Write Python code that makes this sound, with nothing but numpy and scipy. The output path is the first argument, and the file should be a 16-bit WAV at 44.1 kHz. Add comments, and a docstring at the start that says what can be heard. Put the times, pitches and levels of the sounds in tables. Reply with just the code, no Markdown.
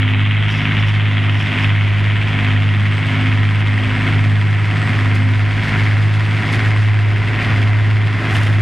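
"""A six-cylinder diesel tractor hums and clatters over a field, driving a forage harvester (a grass chopper).
Each firing pushes a pulse out of the exhaust and knocks the casing; the hum beats against the blades' hum.
Cut grass hisses up the spout, thick wads scrape and squeal, steel clanks and turbos whistle faintly.
A second tractor crawls alongside with the trailer, its gears whining. All slowly come closer, and the
distant microphone's gain control lifts everything else whenever engine hum and blade hum cancel."""
import sys
import numpy as np
from scipy import signal
from scipy.fft import rfft, irfft, next_fast_len
from scipy.io import wavfile
from scipy.ndimage import uniform_filter1d, map_coordinates

SR = 44100
rng = np.random.default_rng(int(sys.argv[2]) if len(sys.argv) > 2 else 0)


def generate_wav(sig):
    """Save sig (samples, or channels by samples) to the path in sys.argv[1] as 16-bit PCM at SR."""
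    pcm = np.round(np.clip(np.atleast_2d(sig).T, -1, 1) * 32767).astype(np.int16)
    wavfile.write(sys.argv[1], SR, pcm)


N = 379701
TIME = np.arange(N) / SR

# how fast the main engine fires (time [s], firing rate [Hz])
FIRING_RATE = [(0.2, 103.4), (0.5, 105), (1.0, 104.7), (1.3, 103.2), (1.8, 103.0), (2.15, 104.2),
               (2.5, 102.6), (3.2, 104.2), (3.8, 103.8), (4.8, 104.2), (5.4, 103.75), (6.5, 106.3),
               (7.1, 105.1), (7.6, 105.2), (8.0, 106), (8.6, 104.7)]
# exhaust overtones; one engine cycle is six firings (multiple of the cycle rate [-], relative level [dB])
EXHAUST_TONES = [(5, -30), (7, -29), (11, -33), (13, -34), (14, -37), (16, -39)]
# tones of the engine block (multiple of the cycle rate [-], relative level [dB])
BLOCK_TONES = [(19, 0), (23, -1), (32, -11), (38, -11), (42, -9)]
# how hard each cylinder knocks, in firing order (relative level [dB])
CYLINDER_KNOCK_DB = [-3, -7, 1.6, 1.7, -1.5, -3.5]
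# ring of the engine casing from far off (frequency [Hz], relative level [dB])
FAR_CASING_SPECTRUM = [(350, -44), (600, -19.5), (708, -9), (828, -19), (954, -7), (1130, -9), (1310, -5),
                       (1520, -5.5), (1830, -1.5), (2160, -1), (3200, -3), (3660, -12), (3930, -18.5),
                       (5110, -57), (8650, -120)]
# ring of the casing from closer by (frequency [Hz], relative level [dB])
NEAR_CASING_SPECTRUM = [(350, -34), (600, -14.5), (760, -4), (841, -27), (977, -2), (1170, -9),
                        (1250, -5.5), (1800, 0), (1950, -0.5), (2010, -1), (2390, -3.5), (3490, -14),
                        (3930, -32), (5110, -24.5), (8650, -120)]
# rumble of the running gear (frequency [Hz], relative level [dB])
RUMBLE_SPECTRUM = [(20, -11), (30, -0.5), (45, 5), (70, 2), (115, 13.5), (170, 7), (280, 2), (390, -2.5),
                   (500, -6.5), (720, -5.5), (850, -6.5), (1500, -8.5), (4000, -48.5)]
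# hiss of grass in the spout (frequency [Hz], relative level [dB])
GRASS_SPECTRUM = [(1500, -26.5), (3700, 4), (4700, -0.5), (6000, -8), (7200, -11.5), (8000, -13),
                  (9800, -15.5), (11500, -23), (13000, -31), (15000, -45.5)]
# the row of grass thickens and thins (time [s], hiss against the clatter [dB], blade throb [dB])
GRASS_FEED = [(0, -25, -26), (2, -20.5, -23.5), (3.3, -19, -25.5), (4.2, -17.5, -22), (5, -16.5, -26.5),
              (6.4, -14.5, -25), (7.1, -16, -36.5), (8.6, -15.5, -29)]
# moments when the blade hum works against the engine hum (time [s])
CANCEL_TIMES = [-.25, .66, 1.5, 2.36, 3.14, 3.96, 4.88, 5.66, 6.48, 7.42, 8.28, 9.15]
# throb of the blades (multiple of the blade rate [-], relative level [dB])
THROB_TONES = [(3, -3), (4, -8.5)]
# buzz of the chopper's housing (multiple of the blade rate [-], relative level [dB])
BUZZ_TONES = [(5, -0.5), (6, -17.5), (7, -17), (8, -34.5)]
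# strength of that buzz before its swells are added (time [s], level [dB])
BUZZ_LEVEL = [(0, -27.5), (.4, -34), (.9, -37), (1.15, -26.5), (1.7, -33), (2.75, -31), (3.2, -29.5),
              (4.1, -28), (4.7, -34.5), (5.2, -24.5), (6, -36), (7.7, -33), (8.6, -32.5)]
# how fast the second tractor fires (time [s], firing rate [Hz])
SECOND_FIRING_RATE = [(0, 106.4), (.4, 106.2), (1.1, 104.9), (2, 105.8), (3.7, 106.3), (6, 105.2),
                      (6.8, 103.6), (8.6, 102.9)]
# its hum and gear whine (multiple of its firing rate [-], relative level [dB])
SECOND_TONES = [(1, 3), (18, -4), (19, -7), (20, 0), (21, -2), (22, -7)]
# whistle of the turbos (frequency [Hz], relative level [dB])
TURBO_SPECTRUM = [(7500, -24.5), (7730, -5), (7850, -7.5), (7970, 0), (8250, -5.5), (8800, -35),
                  (13000, -40), (13440, -16), (13700, -45)]
# single hard blows on steel (time [s], level [dB], ring frequency [Hz])
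STEEL_BLOWS = [(.31, -22.5, 2600), (1.634, -22.5, 2200), (2.213, -19, 2400), (2.855, -21, 2000),
               (5.864, -20, 2000), (6.658, -20, 1900), (7.415, -17.5, 2100), (8.35, -22, 3000)]
# wads of grass in the spout (time [s], level [dB], rise [s], decay [s], share of squeal [0-1])
GRASS_WADS = [(.51, -38.5, 0.024, 0.091, 0.8), (.8, -44, .01, .02, 0.8), (.89, -40, .02, 0.021, 0.6),
              (1.41, -41.5, 0.057, 0.065, 0.68), (1.63, -48, .06, .07, 0.6),
              (5.15, -38, 0.0049, 0.019, 0.22), (5.691, -48, .03, 0.046, .8), (6.527, -35, .004, .018, .1),
              (6.65, -46, .03, .04, 0.21), (8.355, -36, .04, 0.12, 0.1), (8.367, -41, .003, .008, 0)]
# bright rush of a wad (frequency [Hz], relative level [dB])
SPRAY_SPECTRUM = [(2000, -11), (3500, 7.5), (6000, -3), (10000, -4.5), (13000, -17), (15000, -23)]
# grass squealing on steel (frequency [Hz], relative level [dB])
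SQUEAL_SPECTRUM = [(3500, -25), (4600, -3), (5300, 5), (6500, -10), (8000, -21), (12000, -25)]

# each pair holds the value at the (start, end) of the approach
EXHAUST_DB, BLOCK_DB, CLATTER_DB, BLADE_HUM_DB = (-14.5, -12), (-46, -37.5), (-22, -25), (-26, -15.5)
OVERTONE_DB, RUMBLE_DB = (-1.5, 3), (-5.5, 2.5)  # on top of the exhaust level and the clatter level
KNOCK_CONTRAST = (.97, .83)  # below 1 the knocks blur into a rush


def undb(db):
    """Turn decibels into a gain."""
    return 10 ** (np.asarray(db) / 20)


def unit(x):
    """Scale a signal to an average strength (rms) of 1."""
    return x / np.sqrt(np.mean(x ** 2))


def sine(turns):
    """A pure tone of rms 1, one wave per turn."""
    return np.sqrt(2) * np.sin(2 * np.pi * turns)


def curves(table):
    """Join the points of each table column with straight lines in time."""
    times, *columns = np.transpose(table)
    return [np.interp(TIME, times, column) for column in columns]


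def nearing(levels_db):
    """A gain that moves evenly in dB from start to end as the machines approach."""
    return undb(np.interp(TIME, [0, TIME[-1]], levels_db))


def colour(x, spectrum):
    """Pass a sound through a body with the given spectrum; the result has rms 1."""
    hz, db = np.transpose(spectrum)
    size = next_fast_len(N)
    log_hz = np.log(np.maximum(np.fft.rfftfreq(size, 1 / SR), 1))
    gain = undb(np.interp(log_hz, np.log(hz), db, left=-200, right=-200))
    return unit(irfft(rfft(x, size) * gain, size)[:N])


def wander(rate):
    """A random drift of rms 1 that heads for a new value `rate` times a second."""
    return unit(np.interp(TIME * rate, np.arange(N // 10), rng.standard_normal(N // 10)))


def harmonics(turns, table, waver_db, slip, rate, aligned=False):
    """Tones of a spinning part, wavering in level and phase (`slip`, in turns); aligned ones start in step."""
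    out = 0
    for multiple, db in table:
        gain = undb(db + waver_db * wander(rate))
        start = 0 if aligned else rng.random()
        out = out + gain * sine(round(multiple) * turns + start + slip * wander(rate))
    return out


def exhaust(pulses):
    """Exhaust pulses merge into a smooth hum with overtones, which wavers in the open air."""
    waver = undb(0.72 * wander(9))
    hum = sine(pulses) + undb(-26) * sine(2 * pulses)
    half_rate = undb(-24) * sine(pulses / 2 + 1 / 4)  # from the two halves of the exhaust manifold
    cycles = pulses / len(CYLINDER_KNOCK_DB)
    overtones = harmonics(cycles, EXHAUST_TONES, waver_db=1.0, slip=0.02, rate=9)
    return nearing(EXHAUST_DB) * waver * (hum + half_rate + nearing(OVERTONE_DB) * overtones)


def knocks(firings, scatter_db, decay_s, rise_s, jitter_s, valve_floor):
    """How hard the block shakes: each firing gives a jolt that dies away, over steady valve noise."""
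    count = firings.astype(int)
    size_chance, time_chance = rng.standard_normal((count[-1] + 1, 2)).T
    sizes = undb(np.resize(CYLINDER_KNOCK_DB, len(size_chance)) + scatter_db * size_chance)
    starts = np.searchsorted(count, np.arange(len(sizes))) + (jitter_s * SR * time_chance).astype(int)
    jolts = np.bincount(np.clip(starts, 0, N - 1), sizes, N)
    age = TIME[:SR // 20]
    jolt_shape = np.exp(-age / decay_s) * (1 - np.exp(-age / rise_s))
    return np.hypot(signal.fftconvolve(jolts, jolt_shape)[:N], valve_floor)


def rattle(firings, repeat):
    """Metal noise; the share `repeat` comes back alike in every engine cycle."""
    place_in_cycle = (firings / len(CYLINDER_KNOCK_DB) + 0.00066 * wander(25)) % 1
    pattern = rng.standard_normal(SR // 40)
    repeating = unit(map_coordinates(pattern, [place_in_cycle * len(pattern)], order=3, mode="grid-wrap"))
    return np.sqrt(repeat) * repeating + np.sqrt(1 - repeat) * rng.standard_normal(N)


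def running_gear(firings):
    """The moving parts rattle with a low rumble."""
    return nearing(RUMBLE_DB) * colour(rattle(firings, repeat=0.054), RUMBLE_SPECTRUM)


def engine_block(firings):
    """The block sings a few faint tones in step with the engine cycle."""
    cycles = firings / len(CYLINDER_KNOCK_DB)
    return nearing(BLOCK_DB) * harmonics(cycles, BLOCK_TONES, waver_db=1.5, slip=.03, rate=8)


def clatter(firings, knock, split_hz=1500, near_share=0.86, settled_s=5.1):
    """The knocks ring the engine's casing; the ring changes colour as the tractor comes closer."""
    knock = knock ** np.interp(TIME, [0, TIME[-1]], KNOCK_CONTRAST)
    sharp = unit(knock * rattle(firings, repeat=0.15))
    blurred = unit(knock ** 0.86 * rattle(firings, repeat=0.087))
    # heavy, low panels ring on between knocks; light, high ones follow each blow
    heavy = signal.sosfilt(signal.butter(3, split_hz, "low", fs=SR, output="sos"), blurred)
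    light = signal.sosfilt(signal.butter(3, split_hz, "high", fs=SR, output="sos"), sharp)
    panels = heavy + light
    near = near_share * np.minimum(TIME / settled_s, 1)
    return (1 - near) * colour(panels, FAR_CASING_SPECTRUM) + near * colour(panels, NEAR_CASING_SPECTRUM)


def grass_hiss(knock):
    """Chopped grass hisses along the spout, shaken by the engine's knocks."""
    shake = 1 + 0.62 * unit(knock)
    return colour(shake * undb(1.1 * wander(45)) * rng.standard_normal(N), GRASS_SPECTRUM)


def chopper(pulses, throb_db):
    """Blades pass at just under half the firing rate, so their octave beats against the engine hum."""
    beats = np.interp(TIME, CANCEL_TIMES, np.arange(len(CANCEL_TIMES)))
    blades = (pulses - beats - .5) / 2  # the octave falls one wave behind per beat
    hum = undb(-40.5) * sine(blades) + nearing(BLADE_HUM_DB) * sine(2 * blades)
    throb = harmonics(blades, THROB_TONES, waver_db=2.0, slip=0.062, rate=6, aligned=True)
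    buzz = harmonics(blades, BUZZ_TONES, waver_db=2.04, slip=0.027, rate=7)
    buzz_db, = curves(BUZZ_LEVEL)
    swell_db = 2.5 * np.cos(2 * np.pi * (beats - .06))  # peaks just after the hums cancel
    return hum + undb(throb_db) * throb + undb(buzz_db + swell_db) * buzz


def second_tractor():
    """The tractor with the trailer adds its own faint hum and a thin gear whine."""
    firing_hz, = curves(SECOND_FIRING_RATE)
    return undb(-37) * harmonics(np.cumsum(firing_hz) / SR, SECOND_TONES, waver_db=2.0, slip=0.025, rate=11)


def turbo(knock, top_db=-58.5, top_s=4.5, fall_db_per_s=2.5):
    """The turbochargers' faint whistle swells and fades once, fluttering with the engine's knocks."""
    swell_db = top_db - fall_db_per_s * np.abs(TIME - top_s)
    flicker_db = 3.2 * wander(30) + 1.4 * wander(5.1)
    return undb(swell_db + flicker_db) * colour(knock * rng.standard_normal(N), TURBO_SPECTRUM)


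def breeze():
    """A little air stirs at the microphone and makes a soft, deep rumble."""
    gusts = undb(-44 + 2.5 * wander(5))
    return gusts * colour(rng.standard_normal(N), [(15, 0), (60, -7), (300, -33)])


def clanks(decay_s=.011, width_hz=600):
    """Now and then a hard blow rings the steel for a moment."""
    make_up = np.sqrt(SR / 2 / width_hz)  # gives back the level that the narrow filter takes away
    out = 0
    for start, db, hz in STEEL_BLOWS:
        ring = signal.butter(2, [hz - width_hz / 2, hz + width_hz / 2], "bandpass", fs=SR, output="sos")
        fade = (TIME >= start) * np.exp(-np.minimum(np.abs(TIME - start) / decay_s, 20))
        out = out + undb(db) * make_up * signal.sosfilt(ring, fade * rng.standard_normal(N))
    return out


def wads():
    """Thick wads of grass give short, bright rushes; dry ones squeal along the steel."""
    scrape = undb(3.3 * wander(300)) * rng.standard_normal(N)
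    spray, squeal = colour(scrape, SPRAY_SPECTRUM), colour(scrape, SQUEAL_SPECTRUM)
    out = 0
    for peak_s, db, rise_s, decay_s, share in GRASS_WADS:
        from_peak = np.maximum((peak_s - TIME) / rise_s, (TIME - peak_s) / decay_s)
        swell = np.exp(-np.minimum(from_peak, 20))
        out = out + undb(db) * swell * ((1 - share) * spray + share * squeal)
    return out


def scene():
    """The far-off machines all sound from one direction; only the breeze differs between left and right."""
    firing_hz, = curves(FIRING_RATE)
    grass_db, throb_db = curves(GRASS_FEED)
    firings = np.cumsum(firing_hz) / SR  # counts up by one per firing
    pulses = firings + .5  # exhaust pulses fall halfway between knocks
    knock = knocks(firings, scatter_db=1.0, decay_s=0.002, rise_s=0.0022, jitter_s=0.00017, valve_floor=0.1)
    hum = exhaust(pulses)
    rumble = running_gear(firings)
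    block = engine_block(firings)
    noise = nearing(CLATTER_DB) * (clatter(firings, knock) + rumble + undb(grass_db) * grass_hiss(knock))
    machines = hum + block + noise + chopper(pulses, throb_db) + second_tractor()
    field = machines + wads() + clanks() + turbo(knock)
    air = breeze()
    return np.array([field + air, field - air])


def gain_control(x, target_db, slope, attack_s, release_s):
    """Follow the level, quickly up and more slowly down; turn loud moments down and quiet ones up."""
    step = 64  # samples
    power = uniform_filter1d(x.mean(axis=0) ** 2, SR // 100)
    levels = np.sqrt(np.maximum(power, 0))[::step]
    held, followed = undb(target_db), []
    for level in levels:
        lag_s = attack_s if level > held else release_s
        held += (level - held) * (1 - np.exp(-step / SR / lag_s))
        followed.append(held)
    loudness = np.interp(np.arange(N), np.arange(len(levels)) * step, followed)
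    return x * (undb(target_db) / loudness) ** slope


def record(dry):
    """The microphone evens out the level, loses the deepest bass on the left and cuts the highest treble."""
    left, right = gain_control(dry, target_db=-13.5, slope=0.7, attack_s=0.034, release_s=0.095)
    lost_bass = signal.sosfilt(signal.butter(1, 36, fs=SR, output="sos"), left)
    # above the bass both sides stay alike
    left = left - signal.sosfiltfilt(signal.butter(2, 380, fs=SR, output="sos"), lost_bass)
    treble_cut = signal.ellip(8, .2, 70, 15100, fs=SR, output="sos")
    return signal.sosfilt(treble_cut, np.array([left, right]))


dry = scene()
out = record(dry)
generate_wav(out)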